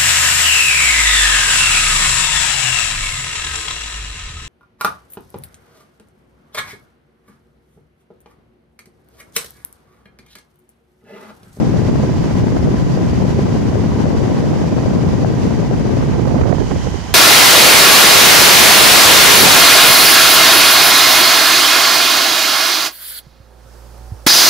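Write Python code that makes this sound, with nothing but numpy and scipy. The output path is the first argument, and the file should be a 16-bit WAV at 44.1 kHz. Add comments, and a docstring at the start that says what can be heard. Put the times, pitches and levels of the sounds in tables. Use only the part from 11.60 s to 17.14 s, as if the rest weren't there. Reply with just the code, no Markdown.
"""A jet of air from a car's dashboard vent buffets both microphone ports of a hand-held camera.
Eddies flap across the ports, air rasps over the camera's edges, the duct rushes and the grille hisses.
Near the end the camera swings toward a second vent, partly covered by a hand: the left port leaves
the jet first, then the right. The vent's hiss and the low drone of blower and idling engine remain."""
import sys
import numpy as np
from scipy.fft import rfft, irfft, next_fast_len
from scipy.io import wavfile
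from scipy.ndimage import uniform_filter1d, minimum_filter1d, map_coordinates

SR = 44100
rng = np.random.default_rng(int(sys.argv[2]) if len(sys.argv) > 2 else 0)


def int16_out(signal):
    """Quantize to a 16-bit WAV file."""
    q = np.round(np.clip(np.atleast_2d(signal).T, -1, 1) * 32767)
    wavfile.write(sys.argv[1], SR, q.astype(np.int16))


N = 244314
TIME_S = np.arange(N) / SR


# Jet at the camera: (time [s], level [dB], left minus right [dB])
JET_PATH = [(0.0, -17, 3.5), (0.43, -17, 1.0), (4.1, -17, 2.5), (4.3, -17, 5.0), (4.62, -17.5, -7),
            (4.74, -15, -5), (4.83, -15, -7), (4.88, -15, -15), (4.98, -17, -13), (5.015, -16, -15),
            (5.045, -21, -6), (5.085, -20.5, -4), (5.112, -16, -10), (5.135, -21.5, -7), (5.16, -17.5, -3),
            (5.18, -24.5, -4), (5.245, -24.5, -7), (5.275, -18.5, -10), (5.297, -26, -3), (5.33, -21, -17),
            (5.355, -21, -17), (5.37, -29, -9), (5.46, -31, -10), (5.485, -27, -13), (5.54, -29, -12)]

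def jet_db():
    """Jet level per port; the two ports share its power."""
    strength_db, lean_db = curves(JET_PATH)
    sides = amp(np.array([lean_db, -lean_db]) / 2)
    return strength_db + 20 * np.log10(2 * sides / np.hypot(*sides))


# Turbulent pressure at a port, at mean speed: (frequency [Hz], density [dB])
TURBULENCE_SPECTRUM = [(15, -30), (30, -30), (45, -12), (65, -6.5), (100, -0.93), (160, 0), (210, -4.5),
                       (300, -7.5), (500, -16.5), (800, -26), (1300, -38.5), (2500, -49.5), (6000, -71)]

def buffeting(swirl=.23, edge_swirl=0.05085, loudness_exp=0.65, speed_exp=.27, trim_db=0.48):
    """Turbulence sweeps past each port, less steadily at the jet's edge; faster is louder and higher."""
    unsteadiness = swirl + edge_swirl * swing()
    pace = 1 + .13 * bell(2.7, .7)  # slightly faster air midway
    ports = []
    for pattern, jet in zip(noise(TURBULENCE_SPECTRUM, size=2 * N), amp(jet_db())):
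        surge = np.exp(unsteadiness * np.minimum(wobble(170), 2.0))
        speed = pace * surge * jet ** speed_exp
        travelled = np.cumsum(speed / speed.mean())
        pressure = map_coordinates(pattern, [travelled]) * surge ** loudness_exp
        ports.append(jet * unit(pressure))
    return amp(trim_db) * np.array(ports)


# Strongest eddies: (time [s], flap peak [dB], pitch [Hz], port)
EDDY_HITS = [(0.221, -6, 480, "left"), (0.438, -7.5, 560, "left"), (.843, -8, 550, "left"),
             (0.97, -6.5, 620, "right"), (1.074, -5.5, 490, "left"), (1.375, -5, 524, "left"),
             (2.157, -4.5, 497, "left"), (2.457, -6, 544, "left"), (2.467, -7, 524, "right"),
             (2.701, -6, 530, "left"), (2.843, -8.5, 520, "left"), (2.933, -8.5, 520, "right"),
             (3.183, -6, 560, "left"), (3.261, -3.5, 500, "left"), (3.45, -8.5, 404, "left"),
             (3.648, 1, 650, "left"), (4.113, -5.5, 520, "left"), (4.675, -3, 500, "right"),
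             (4.713, -8, 560, "right"), (4.745, -3.5, 540, "left"), (4.79, -7, 560, "right"),
             (4.813, -1.5, 416, "left"), (4.814, -7, 570, "right"), (4.839, -13, 450, "right"),
             (4.861, -4, 560, "right"), (4.884, -7, 600, "right"), (4.93, 2, 580, "right"),
             (5.023, -11, 740, "right"), (5.118, -7.5, 670, "right"), (5.162, -8, 516, "right"),
             (5.2725, -5.5, 480, "right"), (5.345, -10, 403, "right")]

def eddies(turbulence, ragged=0.24, puff_db=-5, puff_size=4.6, clear_s=0.0032, extent_rad=4.6):
    """Each eddy, a quick pressure flap inside a slower puff, pushes aside the turbulence at one port."""
    def flap(angle):
        return np.sin(angle) / (1 + (angle / extent_rad) ** 2) ** 1.5

    out = turbulence.copy()
    roughness = np.exp(ragged * wobble(2500))
    for at_s, peak_db, hz, port in EDDY_HITS:
        near = abs(TIME_S - at_s) < .06
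        offset_s = TIME_S[near] - at_s
        angle = 2 * np.pi * hz * offset_s
        core = flap(angle) * roughness[near]
        puff = amp(puff_db) * flap(angle / puff_size) * rng.choice([-1, 1])
        dip = 1 - np.exp(-(offset_s / clear_s) ** 2)
        side = ["left", "right"].index(port)
        out[side, near] = dip * out[side, near] + amp(peak_db) * (core / abs(core).max() + puff)
    return out


# Large, slow whirls: (frequency [Hz], density [dB])
WHIRL_SPECTRUM = [(15, -3), (35, 0), (60, -3), (85, 5.5), (160, -18), (500, -73)]

def whirls(relative_db=-4.0):
    """Whirls at the jet's edge add a deep flutter as the ports cross it."""
    return amp(relative_db + jet_db()) * np.sqrt(swing()) * noise(WHIRL_SPECTRUM)


# Tearing air: (time [s], half-width [s], level [dB], left minus right [dB])
RASP_BURSTS = [(0.698, 0.037, -34.5, -5), (2.786, 0.035, -34, 0), (4.42, 0.031, -32.5, 3),
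               (4.53, .03, -31, 2), (4.711, .004, -28, -12), (4.784, 0.016, -31, -12),
               (4.816, 0.0045, -22, -10), (4.836, 0.005, -27, -12), (4.873, .016, -35, -17),
               (4.9272, 0.0014, -13.5, -11), (4.982, 0.011, -36, -15), (5.023, 0.0027, -34, -15),
               (5.115, 0.008, -31.5, -17), (5.159, 0.0043, -37.5, -16), (5.275, .003, -36, -17)]
# Its papery colour: (frequency [Hz], density [dB])
RASP_SPECTRUM = [(400, -6), (900, 11), (1200, 4.5), (1500, 0), (2200, -5), (3000, -11.5), (4500, -26),
                 (8000, -50)]

def rasps(grain_db=2):
    """Air tears over the camera's edges in short, grainy bursts, mostly during the swing."""
    envelope = np.zeros((2, N))
    for at_s, half_s, level_db, lean_db in RASP_BURSTS:
        port_db = level_db + np.array([[lean_db], [-lean_db]]) / 2
        envelope += amp(port_db) * bell(at_s, half_s)
    grainy = noise(RASP_SPECTRUM, common=0.074) * amp(grain_db * wobble(400))
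    return envelope * unit(grainy)


# Duct flow: (frequency [Hz], density [dB])
DUCT_SPECTRUM = [(100, -25), (300, 0), (550, 2.5), (850, 4), (1250, -5.5), (1900, -7), (2450, -8.5),
                 (3200, -13), (4000, -19), (6000, -49), (12000, -60)]
# Duct resonances: (centre [Hz], width [Hz], left lift [dB], right lift [dB])
DUCT_RESONANCES = [(1006, 55, 8, 6.5), (1190, 180, 0, 3), (1553, 110, 7.5, 0), (1880, 160, -3.5, 3.5),
                   (1965, 160, 8, 1.5), (3040, 79, 2.5, 5.5)]

def duct():
    """Air rushes through the resonant duct."""
    return noise(DUCT_SPECTRUM, DUCT_RESONANCES, common=0.27)


# Slat hiss: (frequency [Hz], left density [dB], right density [dB])
GRILLE_SPECTRUM = [(1500, -23, -7.5), (2740, -0.5, -5.5), (4000, -3, -1.5), (5200, -4, 0.5),
                   (5800, -1.5, 1), (6460, -12, 0), (7160, -12, -3.5), (8250, -13, -12),
                   (10700, -15.5, -16), (12500, -19.5, -24), (15500, -23, -31)]
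# Slat whistles per vent: (centre [Hz], width [Hz], left lift [dB], right lift [dB])
FIRST_WHISTLES = [(4760, 150, 4, 5)]
SECOND_WHISTLES = [(4940, 130, 1, 2.5), (6540, 300, 2, 2.2)]

def grille():
    """Slats hiss and faintly whistle; the swing crossfades from the first vent to the second."""
    first = noise(GRILLE_SPECTRUM, FIRST_WHISTLES, common=0.074)
    second = noise(GRILLE_SPECTRUM, SECOND_WHISTLES)
    return np.sqrt(1 - swing()) * first + np.sqrt(swing()) * second


# Rush and hollow resonance of the finger gap: (frequency [Hz], density [dB])
FINGER_SPECTRUM = [(900, -16), (1300, 0), (2050, 1), (2450, -10), (2780, 0), (2990, 14), (3210, 12),
                   (3450, -7), (5000, -30)]

def fingers(full_s=5.14, rise_db_per_s=26):
    """Air squeezes between the fingers over the second vent, fading in as the camera turns to it."""
    port_db = np.array([[-48], [-43.5]])
    fade_db = -rise_db_per_s * np.maximum(full_s - TIME_S, 0)
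    return amp(port_db + fade_db) * noise(FINGER_SPECTRUM, common=0.57)


# Flow swells: (time [s], lift [dB])
FLOW_SWELLS = [(.78, 2.5), (1.24, 1.5), (1.7, 2), (2.41, 2), (2.78, 2.2), (3.84, 3)]
# Base levels before and after the swing: (duct [dB], left grille [dB], right grille [dB])
FIRST_VENT_DB = (-32.5, -45.5, -39)
SECOND_VENT_DB = (-32.5, -48, -35.5)

def vent(flutter_db=0.9, swell_half_s=0.031, duct_dip_db=3, grille_dip_db=1.5):
    """Duct, grille and finger gap swell and flutter with one flow; the first two dip between vents."""
    swells_db = sum(lift_db * bell(at_s, swell_half_s) for at_s, lift_db in FLOW_SWELLS)
    flow_db = swells_db + flutter_db * wobble(40)
    turned = swing()
    between = np.sin(np.pi * turned)
    base_db = np.outer(FIRST_VENT_DB, 1 - turned) + np.outer(SECOND_VENT_DB, turned)
    rush = amp(base_db[0] - duct_dip_db * between) * duct()
    hiss = amp(base_db[1:] - grille_dip_db * between) * grille()
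    return (rush + hiss + fingers()) * amp(flow_db)


# Cabin drone: (frequency [Hz], density [dB])
CABIN_SPECTRUM = [(15, -25), (45, -4), (90, -1), (150, -8), (230, -3), (320, -30), (700, -30), (2000, -72)]

def cabin(level_db=-32.0):
    """Blower and idling engine drone through the cabin."""
    return amp(level_db) * noise(CABIN_SPECTRUM, common=0.085)


def swing(start_s=4.61, length_s=0.568):
    """Camera turn: 0 at the first vent, 1 at the second."""
    return np.clip((TIME_S - start_s) / length_s, 0, 1)


def amp(db):
    """Decibels to gain."""
    return 10 ** (np.asarray(db) / 20)


def unit(x):
    """Each channel at rms 1."""
    return x / np.sqrt(np.mean(x ** 2, axis=-1, keepdims=True) + 1e-20)


def bell(at_s, half_s):
    """Gaussian pulse, 1/e at half_s from its peak."""
    return np.exp(-((TIME_S - at_s) / half_s) ** 2)


def curves(rows):
    """Each column after the time, interpolated per sample."""
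    times_s, *columns = np.transpose(rows)
    return np.array([np.interp(TIME_S, times_s, column) for column in columns])


def wobble(rate_hz):
    """Smooth random curve with knots at rate_hz."""
    knots = rng.standard_normal(int(N * rate_hz / SR) + 4)
    return map_coordinates(knots, [np.arange(N) * rate_hz / SR])


def noise(spectrum, resonances=(), common=0, size=N):
    """Shaped stereo noise at rms 1; common is the share of power that both ports have alike."""
    n_fft = next_fast_len(size)
    hz = np.fft.rfftfreq(n_fft, 1 / SR)
    knots_hz, *columns = np.transpose(spectrum)
    shape_db = np.array([np.interp(np.log(hz + 1), np.log(knots_hz), column) for column in columns])
    for centre_hz, width_hz, *lifts_db in resonances:
        peak = 1 / (1 + (2 * (hz - centre_hz) / width_hz) ** 2)
        shape_db = shape_db + np.outer(lifts_db, peak)
    separate = np.sqrt(1 - common) * rng.standard_normal((2, n_fft))
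    shared = np.sqrt(common) * rng.standard_normal(n_fft)
    return unit(irfft(rfft(separate + shared) * amp(shape_db), n_fft)[:, :size])


def scene():
    """Jet on the ports, vent and cabin."""
    return eddies(buffeting() + whirls()) + rasps() + vent() + cabin()


def limiter(x, ceiling=.93, hold_s=.01):
    """Both channels duck briefly around each high peak."""
    span = int(hold_s * SR)
    gain = np.minimum(1, ceiling / (abs(x).max(axis=0) + 1e-9))
    return x * uniform_filter1d(minimum_filter1d(gain, span), span)


def record(dry, low_hz=33, top_hz=15750):
    """The camera limits peaks, thins the deepest bass and cuts everything above top_hz."""
    n_fft = next_fast_len(N + SR // 2)
    hz = np.fft.rfftfreq(n_fft, 1 / SR)
    response = hz ** 2 / np.hypot(hz ** 2, low_hz ** 2) * (hz < top_hz)
    return irfft(rfft(limiter(dry), n_fft) * response, n_fft)[:, :N]


dry = scene()
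out = record(dry)
int16_out(out)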